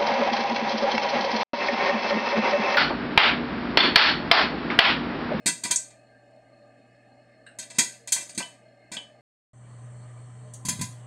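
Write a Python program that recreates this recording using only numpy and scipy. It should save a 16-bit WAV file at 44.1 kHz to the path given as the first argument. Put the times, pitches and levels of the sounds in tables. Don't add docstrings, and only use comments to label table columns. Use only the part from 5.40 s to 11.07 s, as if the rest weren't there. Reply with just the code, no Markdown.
import sys
import numpy as np
from scipy import signal
from scipy.fft import rfft, irfft
from scipy.io import wavfile
from scipy.ndimage import uniform_filter1d

SR = 44100
rng = np.random.default_rng(int(sys.argv[2]) if len(sys.argv) > 2 else 0)


def pcm_store(signal):
    levels = np.round(np.clip(np.atleast_2d(signal), -1, 1) * 32767)
    wavfile.write(sys.argv[1], SR, levels.astype(np.int16).T)


N = 249833
TIME_S = np.arange(N) / SR
AGE_S = np.arange(SR // 2) / SR
GAP_START_S, GAP_END_S = 3.809, 4.133

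POP_EDGES_HZ = [470, 1250, 2800, 5800, 9300, 16000]


def pops(burst_gain_db=-4.0):
    # (time [s], tear or contact [ms], relative level [dB],
    # tilt [dB/octave], thump re level [dB], wall ring [0-1])
    kernels = [(0.0586, 23.5, -17, -1.94, -12, 0.11), (0.2355, 2.3, -23, -1.5, -19.5, 0.12),
               (0.2492, 1, -24, -4.5, -8.5, 0.23), (.302, 3.5, -36.5, -8, -2, 0.17),
               (.3085, 4.8, -16.5, 0, -30.5, 0.11), (0.502, 7, -52, -4.5, -23, 0.02),
               (2.1859, 10.7, -32, 0, -18, 0.06), (2.223, 1.8, -37, -3, -17, 0),
               (2.3, 11.5, -39.5, -3.5, -20, 0.05), (2.344, 43, -45.5, -4.5, -11, 0),
               (2.384, 5, -11, -1.7, -14.5, 0.06), (2.673, 3.4, -31, -1.5, -27, 0.08),
               (2.7206, 3.4, -16, 2.4, -31.5, 0.02), (2.76, 1.7, -28.5, -6.5, -18, 0.1),
               (2.786, 2, -42, -8, -2.5, 0.17), (2.806, 3.5, -35, -1.5, -28, 0),
               (2.891, 4.7, -38, -1.5, -16, 0), (2.947, 2, -41.5, 1.5, -10, 0.02),
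               (2.9758, 1.5, -22, -1.5, -5.5, 0), (3, 4.8, -33.5, -10.5, -36, 0.2),
               (3.516, 28, -34, -4, -10, 0.2), (3.565, 7.2, -39, -8, -5.5, 0.23),
               (5.135, 4.3, -48, 10, -33, 0), (5.25, 11, -31.5, 0.5, 0, 0.3),
               (5.2849, 5.1, -21, 0, -3, 0.21), (5.391, 2.8, -36.5, -4.5, 10.5, 0.13),
               (5.4109, 1.9, -24.5, -1, 1.5, 0.22)]
    out = np.zeros(N)
    for start_s, hold_ms, db, tilt, thump_db, ring in kernels:
        thump_hz, wall_hz = (146.4, 1000) if start_s > GAP_END_S else (239, 970)
        hold_s = hold_ms / 1000
        envelope = blow_envelope(hold_s)
        burst = pot(crackle() * envelope, start_s)
        bands = zip(POP_EDGES_HZ, POP_EDGES_HZ[1:], hull_tone(start_s, db, tilt))
        hull = sum(blow_level(band(burst, lo_hz, hi_hz, order=6), band_db, envelope)
                   for lo_hz, hi_hz, band_db in bands)
        steam = undb(thump_db) * steam_thump(thump_hz, hold_s)
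        wall = ring * wall_ring(wall_hz)
        add(out, start_s, undb(db) * (undb(burst_gain_db) * (hull + steam) + wall))
    return out


def hull_tone(start_s, db, tilt_db_per_octave, pivot_hz=4030, late_air_db=5, weak_db=-33.5):
    # knock, body, crack, snap, air (gain [dB])
    hull_db = [-22.5, -8.5, -3.5, 3, -6.5]
    centres_hz = np.sqrt(np.multiply(POP_EDGES_HZ[:-1], POP_EDGES_HZ[1:]))
    bands_db = hull_db + tilt_db_per_octave * np.log2(centres_hz / pivot_hz)
    bands_db[-1] += late_air_db * (start_s > GAP_END_S) - 0.8 * max(weak_db - db, 0)
    return bands_db


def crackle(depth_db=2.5, t60_s=0.043):
    grains = np.repeat(rng.standard_normal(len(AGE_S) // 25), 25)
    spread_db = depth_db * fade(AGE_S, t60_s)
    grain_rms = np.exp((spread_db * np.log(10) / 20) ** 2)
    return rng.standard_normal(len(AGE_S)) * undb(spread_db * grains) / grain_rms


def pot(x, start_s, direct_db=-12, crack_db=-9, crack_t60_s=0.047, late_tuning=1.025):
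    # (frequency [Hz], width [Hz], gain [dB])
    modes = [(684, 36, -4), (975, 36, -2), (1553, 24, 4), (1674, 20, -1), (1998, 42, 2), (2382, 38, 2),
             (2663, 30, 1), (2860, 36, -5), (3019, 14, -3), (3185, 28, 1), (3302, 26, -1), (3472, 30, -5),
             (3780, 60, 0), (4160, 50, -5), (4358, 48, 2), (4640, 100, -3), (4990, 90, -3), (5183, 22, -1),
             (5530, 38, 2), (5900, 60, -2), (6290, 110, -2), (6620, 60, -1), (7000, 70, -2), (7433, 45, -1),
             (7715, 60, 0), (8020, 90, -2), (8350, 150, 0), (8872, 45, 1)]
    # (frequency [Hz], gain [dB])
    pot_colour = [(70, -6.5), (150, 7.5), (300, -9.5), (420, -9.5), (680, -11), (1250, -6.5), (1700, -3),
                  (3300, 4), (5500, 5.5), (8400, 1), (9600, 8.5), (12000, -8), (15500, -18)]
    size = 2 * len(x)
    bins_hz = np.fft.rfftfreq(size, 1 / SR) / (late_tuning if start_s > GAP_END_S else 1)
    spots_db = 2 * rng.standard_normal(len(modes))
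    response = sum(undb(db + spot_db) / (1 + 2j * (bins_hz - hz) / width_hz)
                   for (hz, width_hz, db), spot_db in zip(modes, spots_db))
    direct = x * (undb(direct_db) + undb(crack_db) * fade(AGE_S, crack_t60_s))
    spectrum = rfft(x, size) * response + rfft(direct, size)
    return colour(irfft(spectrum), pot_colour)[:len(x)]


def steam_thump(hz, hold_s):
    envelope = blow_envelope(hold_s, pot_t60_s=0.14)
    cycles = np.sin(2 * np.pi * hz * AGE_S) * fade(AGE_S, t60_s=0.032)
    push = band(cycles, lo_hz=85, hi_hz=550, order=2)
    rumble = band(crackle() * envelope, hz / 1.5, hz * 1.5, order=3)
    return blow_level(level(push, 0) + level(rumble, 0), 0, envelope)


def wall_ring(hz, split_hz=17, upper_db=-7, t60_s=0.22):
    lower = np.sin(2 * np.pi * hz * AGE_S)
    upper = np.sin(2 * np.pi * ((hz + split_hz) * AGE_S + rng.random()))
    return (lower + undb(upper_db) * upper) * fade(AGE_S, t60_s)


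def tinks(ring_hz=3019, t60_s=0.24):
    # (time [s], contact [ms], level [dB], clatter centre [Hz], width [Hz], ring re clatter [dB])
    strikes = [(0.359, 6.2, -19, 7470, 2500, -46), (3.027, 2.3, -35.5, 3097, 650, 5.5),
               (3.5679, 1.2, -29.5, 3250, 609, -1)]
    out = np.zeros(N)
    ring = np.sin(2 * np.pi * ring_hz * AGE_S) * fade(AGE_S, t60_s)
    for start_s, contact_ms, db, hz, width_hz, ring_db in strikes:
        envelope = blow_envelope(contact_ms / 1000, pot_t60_s=0.083, tail_t60_s=t60_s,
                                 tail_share=0.25, onset_s=0.00041)
        strike = pot(crackle() * envelope, start_s, crack_db=1.0)
        clatter = band(strike, hz - width_hz / 2, hz + width_hz / 2, order=3)
        add(out, start_s, blow_level(level(clatter, 0) + level(ring, ring_db), db, envelope))
    return out


def lid_tap(start_s=2.063, contact_s=0.00205, tap_db=-44.5):
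    # (frequency [Hz], nominal width [Hz], level re tap [dB])
    modes = [(1620, 300, 0), (2797, 203, -7.5), (3970, 495, -11.5), (8260, 634, -10)]
    out = np.zeros(N)
    envelope = blow_envelope(contact_s, pot_t60_s=0.075, tail_t60_s=0.27, tail_share=0.4)
    for hz, width_hz, db in modes:
        ring = resonate(crackle() * envelope, hz, width_hz)
        add(out, start_s, blow_level(ring, tap_db + db, envelope))
    return out


def burner(rush_db=-63, hollow_db=-58, hiss_db=-55, late_hollow_db=-60):
    # (frequency [Hz], gain [dB])
    rush_colour = [(25, -17.5), (45, -5), (75, -13.5), (150, -6.5), (270, 5), (400, -6.5), (720, -0.5),
                   (980, -26.5), (1400, -20), (2200, -31.5), (3500, -33.5), (6500, -31.5), (8500, -26),
                   (14000, -60)]
    hiss_colour = [(25, -10), (100, 5.5), (220, 5.5), (400, -4.5), (620, 1), (1150, -12), (2000, -10),
                   (2600, -59.5), (5300, -39), (6800, -21), (7700, -10.5), (8700, -9.5), (9900, -37),
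                   (15000, -65)]
    # (frequency [Hz], nominal width [Hz], gain [dB])
    rush_modes = [(242, 41, -5.5), (466, 13, -1), (581, 15, 7), (636, 46, 3.5), (760, 77, -4),
                  (1202, 58, -10.5), (1597, 41, -8.5), (1747, 110, -8), (2115, 110, -12.5),
                  (2553, 110, -14), (2880, 40, -16.5), (2900, 240, -27), (3260, 37, -25), (3690, 31, -22),
                  (4280, 95, -14.5), (4610, 49, -25.5), (5270, 85, -25), (7180, 90, -27.5)]
    hiss_modes = [(441, 13, -0.5), (609, 13, 7), (760, 53, -6.5), (850, 16, -7), (1035, 81, -3.5),
                  (1210, 110, -4.5), (1880, 630, -15), (2320, 57, -13), (3050, 460, -15.5), (3740, 29, -18),
                  (4330, 260, -17.5), (5520, 170, -23.5), (6150, 120, -15)]
    noise = rng.standard_normal(N)
    early = level(colour(noise, rush_colour), rush_db)
    early += level(hollows(rush_modes, spit_db=27), hollow_db)
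    late = level(colour(noise, hiss_colour), hiss_db)
    late += level(hollows(hiss_modes, spit_db=6), late_hollow_db)
    return np.where(TIME_S < GAP_START_S, early, late * swell(depth_db=5.75))


def hollows(modes, spit_db, spits_per_s=3, flutter_db=2.5):
    out = np.zeros(N)
    for hz, width_hz, db in modes:
        spits = (rng.random(N) < spits_per_s / SR) * undb(spit_db) * min(hz / 4000, 1)
        gain = undb(db + flutter_db * drift(rate_hz=18))
        out += gain * resonate(rng.standard_normal(N) + spits, hz, width_hz * 1.4)
    return out


def mains_hum(hz=120.9, early_db=-64, late_db=-43.5, waver_db=0.9, waver_hz=0.99):
    phase = 2 * np.pi * np.cumsum(hz + waver_hz * drift(rate_hz=30)) / SR
    gain = np.where(TIME_S < GAP_START_S, undb(early_db), undb(late_db) * swell(depth_db=11.5))
    return np.sqrt(2) * np.sin(phase) * gain * undb(waver_db * drift(rate_hz=19))


def swell(depth_db, tau_s=0.1):
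    return undb(-depth_db * np.exp(-np.maximum(TIME_S - GAP_END_S, 0) / tau_s))


def blow_envelope(hold_s, pot_t60_s=0.13, tail_t60_s=0.34, tail_share=0.14, onset_s=0.0022):
    age_s = np.maximum(AGE_S - hold_s, 0)
    power = (1 - tail_share) * fade(age_s, pot_t60_s) ** 2 + tail_share * fade(age_s, tail_t60_s) ** 2
    return (1 - np.exp(-AGE_S / onset_s)) * np.sqrt(power)


def blow_level(x, db, envelope):
    return level(x, db) * np.sqrt(np.mean(envelope ** 2))


def undb(db):
    return 10 ** (np.asarray(db) / 20)


def level(x, db):
    return x * undb(db) / np.sqrt(np.mean(x ** 2))


def fade(age_s, t60_s):
    return np.exp(-np.log(1000) * age_s / t60_s)


def colour(x, points):
    hz, db = np.transpose(points)
    bins_hz = np.maximum(np.fft.rfftfreq(len(x), 1 / SR), 1)
    return irfft(rfft(x) * undb(np.interp(np.log(bins_hz), np.log(hz), db)), len(x))


def band(x, lo_hz, hi_hz, order):
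    return signal.sosfilt(signal.butter(order, [lo_hz, hi_hz], "band", fs=SR, output="sos"), x)


def resonate(x, hz, width_hz):
    b, a = signal.iirpeak(hz, hz / width_hz, fs=SR)
    return signal.lfilter(b, a, signal.lfilter(b, a, x))


def drift(rate_hz):
    size = int(SR / rate_hz)
    steps = np.repeat(rng.standard_normal(N // size + 1), size)[:N]
    return level(uniform_filter1d(uniform_filter1d(steps, size), size), 0)


def add(out, start_s, sound):
    start = int(start_s * SR)
    out[start:start + len(sound)] += sound[:N - start]


def scene():
    return np.tile(pops() + tinks() + lid_tap() + burner() + mains_hum(), (2, 1))


def record(dry, top_hz=15700):
    live = (TIME_S < GAP_START_S) | (TIME_S > GAP_END_S)
    return signal.sosfilt(signal.ellip(8, 0.2, 80, top_hz, fs=SR, output="sos"), dry * live)


dry = scene()
out = record(dry)
pcm_store(out)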